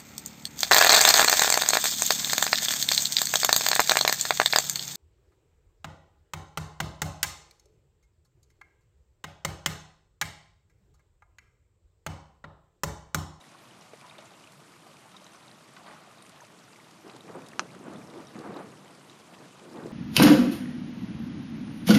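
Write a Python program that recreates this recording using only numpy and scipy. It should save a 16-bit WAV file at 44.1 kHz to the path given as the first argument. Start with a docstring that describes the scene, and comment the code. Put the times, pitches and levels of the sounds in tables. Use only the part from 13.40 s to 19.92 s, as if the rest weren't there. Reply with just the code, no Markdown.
"""Steady rain heard from a sheltered spot: short ticks, smacks and plops close by over a far wash.
Run-off gurgles in gushes, one drop raps a hard object, and distant thunder rolls in, in several waves.
Ticks and the rap excite damped resonances, smacks are filtered noise bursts, puddle drips gliding sines.
Run-off is many small ringing bubbles; thunder is random shock fronts coloured by frequency bands
under swelling gains, with single strong pulses and sharp snaps; the far rain is coloured noise."""
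import sys
import numpy as np
from scipy import signal
from scipy.io import wavfile

SR = 44100
rng = np.random.default_rng(int(sys.argv[2]) if len(sys.argv) > 2 else 0)


def generate_wav(sig):
    """Save sig (samples, or channels by samples) to the path in sys.argv[1] as 16-bit PCM at SR."""
    pcm = np.round(np.clip(np.atleast_2d(sig).T, -1, 1) * 32767).astype(np.int16)
    wavfile.write(sys.argv[1], SR, pcm)


N = 287530   # length in samples

SPLATTER_T60_S = 0.014
TAP_DB = 15   # the first contact stands above the splatter


def tick(level_db, pitch_hz, splash_db, t60_s):
    """Resonance: a decaying burst of splatter drives a damped mode, beside a wide-band splash."""
    t = np.arange(4000) / SR
    splatter, spray = rng.standard_normal((2, 4000))
    blow = splatter * from_db(-60 * t / SPLATTER_T60_S) + from_db(TAP_DB) * (t == 0)
    body = ring(ring(blow, pitch_hz, t60_s), pitch_hz, t60_s)   # two in series: a soft, wet contact
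    body = body / np.abs(body).max()
    splash = rms_one(bandpass(spray, 2500, 9500, order=3)) * from_db(splash_db - 60 * t / 0.027)
    return from_db(level_db) * (body + splash)


# short ticks: near drops on hard ground and leaves, and sharp snaps within the thunder's crackle:
# start_s [s], level_db [dB, peak of the body], pitch_hz [Hz], splash_db [dB, against the peak of the body]
TICKS = [(0.0396, -50, 1940, -18), (0.3097, -46.5, 3100, -23), (0.41, -48.5, 5600, -10),
         (0.612, -43.5, 2300, -8), (0.71, -42.5, 2480, -25), (0.7517, -47, 2160, -18),
         (0.7822, -45, 3660, -7), (0.8237, -48, 2290, -14), (0.856, -50.5, 7160, -16),
         (1.0131, -49, 2270, -12), (1.04, -46.5, 2850, -16), (1.0722, -45, 2570, -12),
         (1.1205, -50.5, 4330, -4), (1.134, -48.5, 1950, -14), (1.2815, -50, 2600, -21),
         (1.3382, -44.5, 2160, -22), (1.422, -50, 2950, -14), (1.4676, -51, 2020, -12),
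         (1.513, -49, 2920, -20), (1.5682, -48, 2400, -14), (1.6242, -52, 2180, -14),
         (1.7464, -51, 2860, -20), (1.8432, -45.5, 6100, -15), (1.9465, -49.5, 2240, -8),
         (1.959, -52, 6100, -12), (2.114, -43.5, 4080, -20), (2.147, -53, 3600, -12),
         (2.5101, -45, 1870, -19), (2.543, -48, 2050, -14), (2.823, -48.5, 3770, -5),
         (2.864, -46.5, 2590, -9), (2.894, -53, 4220, 3), (3.0043, -44.5, 1820, -14),
         (3.049, -48.5, 2370, -4), (3.2774, -49, 2390, -16), (3.3318, -52, 2510, -16),
         (3.3593, -44.5, 2200, -22), (3.4004, -47, 2200, -21), (3.678, -48, 5300, -9),
         (3.7135, -48, 4670, -16), (3.7349, -49, 4000, -16), (3.764, -45, 3740, -6),
         (4.0195, -48, 2470, -7), (4.0634, -45.5, 3720, -6), (4.0856, -48, 4860, 0.5),
         (4.1175, -46.5, 2700, -18), (4.1325, -39.5, 1930, -19), (4.2896, -47, 2260, -19),
         (4.349, -40, 1510, -16), (4.391, -51.5, 6500, -18), (4.44, -50.5, 8240, -15),
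         (4.535, -52, 6800, 0), (4.6144, -48, 2290, -22), (4.673, -47, 5380, -17), (4.738, -47, 2200, -20),
         (4.8037, -48, 1780, -6), (4.9472, -47, 2400, -10), (4.8703, -45, 5600, -18),
         (5.178, -43, 1880, -20), (5.4796, -49, 3320, -10), (5.6136, -50, 2930, -21),
         (5.7294, -50, 2900, -12), (5.937, -47, 2330, -22), (5.9848, -50, 1940, -13),
         (6.1858, -52, 4370, -14), (6.1948, -47, 3080, -17), (6.3255, -48, 1810, -20),
         (6.4018, -49, 2010, -9), (6.4657, -50, 2070, -11), (0.275, -51, 3100, -20),
         (0.594, -56, 10300, -20), (0.605, -52, 5000, -20), (0.615, -51, 3800, -20),
         (0.907, -55, 4480, -12), (1.141, -59, 11700, -20), (1.765, -52, 5700, -20), (1.8, -49, 3120, -20),
         (1.92, -52, 6200, -20), (1.939, -52, 8900, -20), (2.028, -49, 3960, -20), (2.114, -52, 5500, -20),
         (2.129, -55, 8960, -20), (2.243, -53, 4650, -20), (2.336, -49.5, 8600, -20),
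         (2.484, -52, 7000, -20), (2.823, -49, 9200, -20), (2.857, -55, 8800, -20),
         (3.008, -45.5, 6330, -20), (3.043, -51, 2930, -20), (3.24, -51, 5800, -20),
         (3.332, -49, 4650, -20), (3.445, -52, 3100, -20), (3.764, -52, 8800, -20), (3.957, -51, 8640, -15),
         (4.305, -46, 2410, -20), (4.313, -48, 4300, -20), (4.559, -45.5, 3600, -20),
         (4.701, -52, 4820, -20), (4.884, -49, 3790, -20), (4.965, -51, 6720, -15), (4.99, -46.5, 4650, -5),
         (5.165, -53, 7920, -20), (5.17, -43.5, 4000, -20), (5.198, -54, 10300, -15),
         (5.317, -55, 6890, -20), (5.325, -50, 2760, -15), (5.447, -50, 7260, -17), (5.508, -52, 8650, -20),
         (5.713, -54.5, 7000, -20), (5.847, -58, 7200, -7), (5.911, -56, 8800, -20), (5.95, -57, 4650, -12),
         (5.987, -52.5, 4820, -6), (6.332, -49, 5130, -13), (6.465, -54, 8100, -20)]
TICK_T60_S = 0.0036


def ticks():
    """Impact excitation: each short tick, a near drop or a snap of the thunder, sounds its own pitch."""
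    out = np.zeros(N)
    for start_s, level_db, pitch_hz, splash_db in TICKS:
        add(out, start_s, tick(level_db, pitch_hz, splash_db, TICK_T60_S))
    return out


# drops on one small hard surface: start_s [s], level_db [dB, peak of the body]
PINGS = [(0.0108, -46), (0.697, -44), (0.8619, -57), (0.9068, -51), (1.7656, -42), (1.8657, -43.5),
         (2.08, -46), (2.7834, -49), (3.4445, -53), (3.8072, -42.5), (4.6997, -48), (4.8698, -50),
         (5.1417, -46.5), (5.6972, -45), (5.7513, -49.5), (6.0786, -60), (6.1664, -54), (6.2387, -54),
         (6.3724, -48), (6.4368, -48), (6.4864, -53)]
PING_HZ, PING_SPLASH_DB, PING_T60_S = 3790, -17, 0.0045


def pings():
    """Natural frequency: one surface always rings at the same pitch, however hard it is struck."""
    out = np.zeros(N)
    for start_s, level_db in PINGS:
        add(out, start_s, tick(level_db, PING_HZ, PING_SPLASH_DB, PING_T60_S))
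    return out


# broad impact bursts: drops that land flat, and short bright hisses of spray:
# start_s [s], level_db [dB, peak], low_hz [Hz], high_hz [Hz], t60_s [s]
SMACKS = [(0.5337, -43.5, 900, 2700, .047), (0.7875, -41, 1200, 4200, 0.077),
          (1.1205, -50, 8000, 14500, .02), (1.865, -49, 900, 3000, .03), (2.3653, -40, 900, 4200, 0.053),
          (2.465, -43, 1000, 4500, .047), (2.471, -46, 1400, 2000, .047), (2.894, -52, 8000, 14500, .02),
          (2.9607, -42, 1000, 4470, 0.028), (3.6972, -38.5, 1100, 4470, .047),
          (4.0858, -46, 6000, 14500, .025), (4.954, -42, 600, 2620, .047), (4.99, -54, 7000, 14500, .02),
          (5.697, -46, 1700, 3400, .03), (5.915, -51, 900, 2600, .06), (5.94, -46, 1700, 3600, .06)]


def smacks():
    """Broadband impact: a flat landing or a hiss of spray is a decaying noise burst limited to one band."""
    out, t = np.zeros(N), np.arange(4000) / SR
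    for start_s, level_db, low_hz, high_hz, t60_s in SMACKS:
        burst = rng.standard_normal(4000) * from_db(-60 * t / t60_s) + from_db(TAP_DB) * (t == 0)
        smack = bandpass(burst, low_hz, high_hz, order=3)
        add(out, start_s, from_db(level_db) * smack / np.abs(smack).max())
    return out


# drips into a puddle: start_s [s], level_db [dB, main bubble before its decay], pitch_hz [Hz, at the start]
PLOPS = [(0.534, -37.5, 456), (0.5345, -46, 644), (0.627, -49, 988), (0.641, -44, 990), (0.649, -45, 990),
         (0.657, -46, 960), (0.669, -46, 970), (0.785, -42.5, 600), (1.466, -46, 753), (1.656, -47, 845),
         (1.818, -43.5, 594), (1.946, -47, 1104), (2.366, -42.5, 1086), (2.367, -44, 1480),
         (2.413, -48, 810), (2.467, -46, 1094), (2.48, -40, 1146), (2.496, -43, 830), (2.534, -44, 835),
         (2.672, -47, 720), (2.898, -48, 1070), (3.018, -43, 954), (3.034, -43.5, 600), (3.386, -46.5, 860),
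         (0.146, -45.5, 1095), (0.403, -49, 900), (0.826, -49, 1000), (0.862, -50, 900), (1.51, -47, 550),
         (1.664, -50, 880), (1.73, -50, 1260), (1.743, -44, 960), (1.752, -49, 1000), (1.796, -52, 950),
         (1.808, -49, 900), (3.279, -50, 1380), (5.584, -49, 550), (5.916, -50, 1100)]
PLOP_RISE_S, PLOP_T60_S = 0.0013, 0.041


def plops():
    """Bubble resonance: trapped air oscillates as a damped sine whose pitch rises."""
    out, t = np.zeros(N), np.arange(4000) / SR
    for start_s, level_db, pitch_hz in PLOPS:
        phase = 2 * np.pi * pitch_hz * (t + 1.4 * t ** 2)
        bubbles = np.sin(phase) + 0.5 * np.sin(1.3 * phase)   # a smaller bubble splits off
        envelope = from_db(level_db - 60 * t / PLOP_T60_S) * np.minimum(t / PLOP_RISE_S, 1)
        add(out, start_s, envelope * bubbles)
    return out


# modes of the struck object, the hollow and the thud first:
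# pitch_hz [Hz], level_db [dB, relative to the whole rap], t60_s [s]
RAPPED = [(364, -26, 0.083), (420, -22, 0.01), (1310, -18.5, 0.013), (1400, -1, 0.0059),
          (1650, -13.5, 0.0089), (2080, -17, .006), (3130, -21, 0.0053), (2620, -3, 0.0033),
          (4200, -9.5, 0.0053), (5070, -17, 0.013), (5810, -6.5, 0.0042), (6200, -16, 0.0073)]
RAP_S, RAP_DB = 4.1945, -11.5
RAP_SPRAY_DB = -22.5   # the drop bursts into spray, relative to the whole rap


def rap():
    """Modal superposition: a click and its scattered reflections set every mode of the object ringing."""
    t = np.arange(12000) / SR
    close = from_db(-35 - 60 * np.abs(t - 0.004) / 0.05) * (t > 0.002) * rng.standard_normal(12000)
    farther_walls = from_db(-53 - 60 * t / 0.15) * (t > 0.02) * rng.standard_normal(12000)
    blow = (t == 0) + close + farther_walls
    modes = [from_db(level_db) * ring(blow, pitch_hz, t60_s) for pitch_hz, level_db, t60_s in RAPPED]
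    hollow, thud, *hard = modes
    body = highpass(hollow + thud, 220)
    crack = highpass(sum(hard), 700)   # the stiff upper modes radiate no bass
    crack = signal.sosfilt(signal.butter(5, 6900, fs=SR, output="sos"), crack)
    spray_envelope = from_db(RAP_SPRAY_DB - 60 * t / 0.037) * np.minimum(t / 0.0027, 1)
    spray = spray_envelope * bandpass(rng.standard_normal(12000), 6800, 9000)
    out = np.zeros(N)
    add(out, RAP_S, from_db(RAP_DB) * (body + crack + spray))
    return out


# gushes of run-off: start_s [s], rise_s [s], hold_s [s], gurgle_db [dB, rms at the top],
# spray_db [dB, against the gurgle]
GUSHES = [(0.586, .04, 0.056, -64, -9), (0.696, .02, .06, -69, -8), (0.78, 0.0089, 0.035, -62.5, -9),
          (0.84, .02, .02, -77, -14), (1.717, 0.016, 0.016, -75, -17), (2.377, 0.018, .02, -59, -13),
          (2.454, 0.01, 0.063, -57.5, -6), (2.563, 0.034, 0.11, -66.5, -13)]
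GUSH_FALL_DB_PER_S = 138
TRICKLE_DB, SPRAY_DB = -62, -7   # steady run-off (rms); its spray against its gurgle


def runoff():
    """Bubble ensemble: running water rings in many bubbles, with finer, higher ones in its spray."""
    flow = from_db(TRICKLE_DB + 1.5 * drift(3.7))   # a wavering trickle
    mist = flow * from_db(SPRAY_DB)
    for start_s, rise_s, hold_s, gurgle_db, spray_db in GUSHES:
        gush = from_db(gurgle_db) * swell(start_s, rise_s, hold_s, GUSH_FALL_DB_PER_S)
        flow = flow + gush
        mist = mist + gush * from_db(spray_db)
    gurgle = grains(900, 1.26, low_hz=595, high_hz=1480, cycles=26)
    spray = grains(1500, 1.7, low_hz=1766, high_hz=4660, cycles=28)
    return flow * gurgle + mist * spray


# single strong fronts in the thunder: start_s [s], level_db [dB, before the decay], pitch_hz [Hz, of the pulse]
CLAPS = [(3.646, -32, 360), (3.654, -36, 360), (3.664, -31, 353), (3.682, -34, 370), (3.738, -41, 301),
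         (3.748, -33, 330), (3.844, -39, 260), (3.854, -34, 400), (3.889, -39, 396), (3.9, -29, 447),
         (3.952, -34, 390), (3.967, -29, 328), (3.982, -26.5, 430), (4.007, -43, 220), (4.438, -29, 310),
         (4.48, -27, 300), (4.498, -34, 550), (4.505, -35, 250), (4.531, -39, 830), (4.585, -30, 288),
         (4.636, -37, 222), (4.677, -39, 250), (4.745, -34, 299), (4.77, -28, 355), (4.806, -38, 400),
         (4.953, -28.5, 200), (4.955, -30, 560), (4.984, -28, 237), (4.998, -25.5, 347), (5.005, -31, 480),
         (5.055, -39, 1310), (5.091, -29, 207), (5.126, -26, 550), (5.143, -31, 300), (5.163, -29, 498),
         (5.176, -30, 450), (5.187, -32, 690), (5.24, -40, 200), (6.029, -37, 277), (6.215, -41, 207),
         (6.251, -42, 310), (6.357, -32, 272), (6.37, -35, 280), (6.384, -31, 186), (6.445, -31, 198),
         (6.4582, -22, 327), (6.47, -27, 347)]


def claps():
    """Blast pulse: pressure rises, falls below rest and swings on briefly, its edge rounded by distance."""
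    out, t = np.zeros(N), np.arange(2000) / SR
    for start_s, level_db, pitch_hz in CLAPS:
        envelope = from_db(level_db - 60 * t * pitch_hz / 7.8)   # 60 dB down in 7.8 cycles
        rounded = envelope * np.minimum(t / 0.0033, 1)
        add(out, start_s, rounded * np.sin(2 * np.pi * pitch_hz * t))
    return highpass(out, 110)


# spectra of the three thunder layers: frequency_hz [Hz], level_db [dB per Hz, relative]
DEEP = [(40, -51), (70, -15), (110, -3), (170, 6), (230, -1.5), (330, -69)]
RUMBLE = [(140, -48), (220, -5.5), (300, 1), (400, 2.5), (550, -6.5), (800, -25)]
CRACKLE = [(250, -61), (450, -6), (700, 8), (1200, 6), (1600, -0.5), (2200, -8), (4000, -24)]
# waves of thunder: start_s [s], rise_s [s], hold_s [s], rumble_db [dB, rms at the top before the echo],
# deep_db [dB, deep roll against rumble, before its lag], crackle_db [dB, against rumble]
WAVES = [(3.636, 0.012, 0.027, -54.5, -6, -5), (3.672, 0.012, 0.019, -57.5, -10, 6),
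         (3.717, 0.029, 0.016, -52.5, -5, -2), (3.83, 0.014, 0.015, -48.5, -4, -13),
         (3.872, 0.017, 0.026, -49.5, -3, 0), (3.938, 0.016, 0.026, -45.5, -8, -2),
         (3.995, 0.013, 0.033, -55.5, -2, -10), (4.13, 0.064, 0.046, -49, -3.5, -6.5),
         (4.298, 0.04, 0.063, -52.5, -2.5, -6), (4.425, 0.026, 0.1, -47.5, -1, -3),
         (4.55, 0.05, 0.13, -53, -19, -4.5), (4.738, 0.028, 0.041, -46.5, -8, -6.5),
         (4.935, 0.032, 0.047, -46.5, -2, -3.5), (5.02, 0.019, 0.035, -47, -3, -1),
         (5.08, 0.025, 0.045, -44, -10, -3), (5.15, 0.017, 0.033, -44, -8, -4),
         (5.84, 0.051, 0.085, -60, 1, -3.5), (5.978, 0.036, 0.016, -55, -11, -7),
         (6.13, 0.11, 0.025, -54.5, -1.5, -2), (6.24, 0.03, 0.046, -54, -4, -7),
         (6.3, 0.03, 0.02, -52, -6, -5), (6.34, 0.024, 0.065, -44.5, -3, -4.5),
         (6.435, 0.02, 0.016, -42, -3, -19), (6.495, 0.018, .05, -45.5, -2, -3.5)]
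WAVE_FALL_DB_PER_S = 231
DEEP_LAG_S = 0.061   # the deep roll builds up later and lasts longer
ECHO_S, ECHO_DB = 0.21, -7   # the land keeps rolling after each wave
BOOM_HZ, BOOM_T60_S, BOOM_DB = 345, 0.068, -13   # the shelter booms along; dB against the rumble
LUMP_DB, LUMPS_PER_S = 1.4, 39   # the rumble and crackle come in lumps: spread, corner rate
FAR_RUMBLE_DB, FAR_DEEP_DB, FAR_CRACKLE_DB = -64, -66, -72   # steady murmur of the storm, rms


def thunder():
    """Random superposition: shock fronts from each kink of the channel; far parts deep, nearer ones crackle."""
    rumble_power, deep_power, crackle_power = 0, 0, 0
    for start_s, rise_s, hold_s, rumble_db, deep_db, crackle_db in WAVES:
        power = (from_db(rumble_db) * swell(start_s, rise_s, hold_s, WAVE_FALL_DB_PER_S)) ** 2
        rumble_power = rumble_power + power
        deep_power = deep_power + power * from_db(2 * deep_db)   # power takes twice the dB
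        crackle_power = crackle_power + power * from_db(2 * crackle_db)
    deep_power = linger(deep_power, DEEP_LAG_S)

    fronts = clicks(1200, 2.3, channels=5)
    deep = coloured(fronts, DEEP, patchy_db=1)
    rumble = coloured(fronts, RUMBLE, patchy_db=1)
    crackle = coloured(fronts, CRACKLE, patchy_db=1)
    rumble = rumble + from_db(BOOM_DB) * rms_one(ring(rumble, BOOM_HZ, BOOM_T60_S))
    lumps = from_db(LUMP_DB * drift(LUMPS_PER_S))

    layers = (
        (rms_one(rumble * lumps), rumble_power, FAR_RUMBLE_DB),
        (deep, deep_power, FAR_DEEP_DB),
        (rms_one(crackle * lumps), crackle_power, FAR_CRACKLE_DB),
    )
    roll = np.zeros(N)
    for sound, power, far_db in layers:
        echoed = power + from_db(2 * ECHO_DB) * linger(power, ECHO_S)
        roll += sound * np.sqrt(echoed + from_db(2 * far_db))
    return highpass(roll, 60)


def patter():
    """Shot noise: drops a few metres away strike at random, as short rings and broad splashes."""
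    rings = from_db(-66.5) * grains(900, 3.4, low_hz=1700, high_hz=8630, cycles=24)
    hits = np.abs(clicks(110, 3)[0])
    envelope = signal.lfilter([1], [1, -from_db(-60 / (0.03 * SR))], hits)   # t60 0.03 s
    splashes = bandpass(envelope * rng.standard_normal(N), 1800, 7000)
    return rings + from_db(-69) * rms_one(splashes)


# spectrum of the far rain: frequency_hz [Hz], level_db [dB per Hz, relative]
RAIN = [(18, -48), (30, -37), (49, -25), (147, 5), (355, -10.5), (567, -10.5), (881, -8.5), (953, -4.5),
        (1300, -1), (1650, -16), (1830, -9), (3780, -13), (9640, -17), (12800, -27.5), (15000, -55)]
RAIN_DB = -58   # rms


def wash():
    """Incoherent summation: countless far drops merge into a coloured, flickering hiss."""
    return from_db(RAIN_DB) * coloured(rng.standard_normal((2, N)), RAIN, patchy_db=1.87)


def from_db(db):
    """Logarithmic level: decibels to amplitude gain."""
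    return 10 ** (np.asarray(db) / 20)


def rms_one(x):
    """Normalisation: scale to unit rms."""
    return x / np.sqrt(np.mean(x ** 2) + 1e-20)


def bandpass(x, low_hz, high_hz, order=2):
    """Band limiting: a Butterworth filter keeps low_hz to high_hz."""
    return signal.sosfilt(signal.butter(order, [low_hz, high_hz], "band", fs=SR, output="sos"), x)


def highpass(x, corner_hz):
    """Bass roll-off: a second-order Butterworth filter."""
    return signal.sosfilt(signal.butter(2, corner_hz, "high", fs=SR, output="sos"), x)


def add(out, start_s, sound):
    """Linear superposition: mix a short sound in at its start."""
    i = round(start_s * SR)
    out[i:i + len(sound)] += sound[:N - i]


def ring(drive, pitch_hz, t60_s):
    """Damped oscillator: a unit click sets a decaying sine of height 1 ringing."""
    r, w = from_db(-60 / (t60_s * SR)), 2 * np.pi * pitch_hz / SR
    return signal.lfilter([0, np.sin(w)], [1, -2 * r * np.cos(w), r * r], drive + 1e-18)


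def clicks(per_s, spread_db, channels=1):
    """Poisson-like arrivals: random clicks of random sign, many small and a few large."""
    shape = (channels, N)
    sizes = from_db(spread_db * np.minimum(rng.exponential(1, shape), 5))
    signs = rng.choice([-1, 1], shape)
    return sizes * signs * (rng.random(shape) < per_s / SR)


def grains(per_s, spread_db, low_hz, high_hz, cycles):
    """Resonator bank: clicks dealt to 20 pitches, each falling 60 dB in the given cycles; rms 1."""
    train, dealt = clicks(per_s, spread_db)[0], rng.integers(0, 20, N)
    out = np.zeros(N)
    for k, pitch_hz in enumerate(np.geomspace(low_hz, high_hz, 20)):
        out += ring(train * (dealt == k), pitch_hz, cycles / pitch_hz)
    return rms_one(out)


def drift(rate_hz):
    """Slow random modulation: noise through a double one-pole low-pass, of unit rms."""
    step = 40   # samples between the computed values
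    r = np.exp(-2 * np.pi * rate_hz * step / SR)
    noise = rng.standard_normal(N // step + 2002)
    slow = signal.lfilter([1], [1, -2 * r, r * r], noise)[2000:]   # skip the filter's settling
    return np.interp(np.arange(N) / step, np.arange(len(slow)), rms_one(slow))


def coloured(sources, spectrum, patchy_db):
    """Spectral shaping: third-octave bands from sources in turn, each with its level and flicker; rms 1."""
    hz, db = np.transpose(spectrum)
    out, edges = np.zeros(N), 25 * 2 ** np.arange(0, 9.4, 1 / 3)
    for k, (low, high) in enumerate(zip(edges, edges[1:])):
        centre = np.sqrt(low * high)
        if hz[0] < centre < hz[-1]:
            band = bandpass(sources[k % len(sources)], low, high)
            level_db = np.interp(np.log(centre), np.log(hz), db)
            out += band * from_db(level_db + patchy_db * drift(18))
    return rms_one(out)


RISE_DB = 10.5   # a swell starts this far under its top


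def swell(start_s, rise_s, hold_s, fall_db_per_s):
    """Exponential envelope: climbs evenly in dB, holds at 1 and falls evenly in dB."""
    t = np.arange(N) / SR - start_s
    climb_db = np.minimum(RISE_DB * (t / rise_s - 1), 0)
    fall_db = fall_db_per_s * np.maximum(t - rise_s - hold_s, 0)
    return (t > 0) * from_db(climb_db - fall_db)


def linger(power, seconds):
    """Energy storage: power smeared later in time by a one-pole lag."""
    r = np.exp(-1 / (seconds * SR))
    return signal.lfilter([1 - r], [1, -r], power)


def scene():
    """Superposition: all sources summed on one channel."""
    impacts = ticks() + pings() + smacks() + plops()
    storm = claps() + thunder()
    return (impacts + rap() + runoff() + storm + patter() + wash())[None]


MIC_LOW_HZ, CUTOFF_HZ = 70, 15500


def record(dry):
    """Band limitation: the small microphone loses the deep bass, and the top is cut steeply."""
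    thin = highpass(dry, MIC_LOW_HZ)
    return signal.sosfilt(signal.cheby2(12, 70, CUTOFF_HZ, fs=SR, output="sos"), thin)


dry = scene()
out = record(dry)
generate_wav(out)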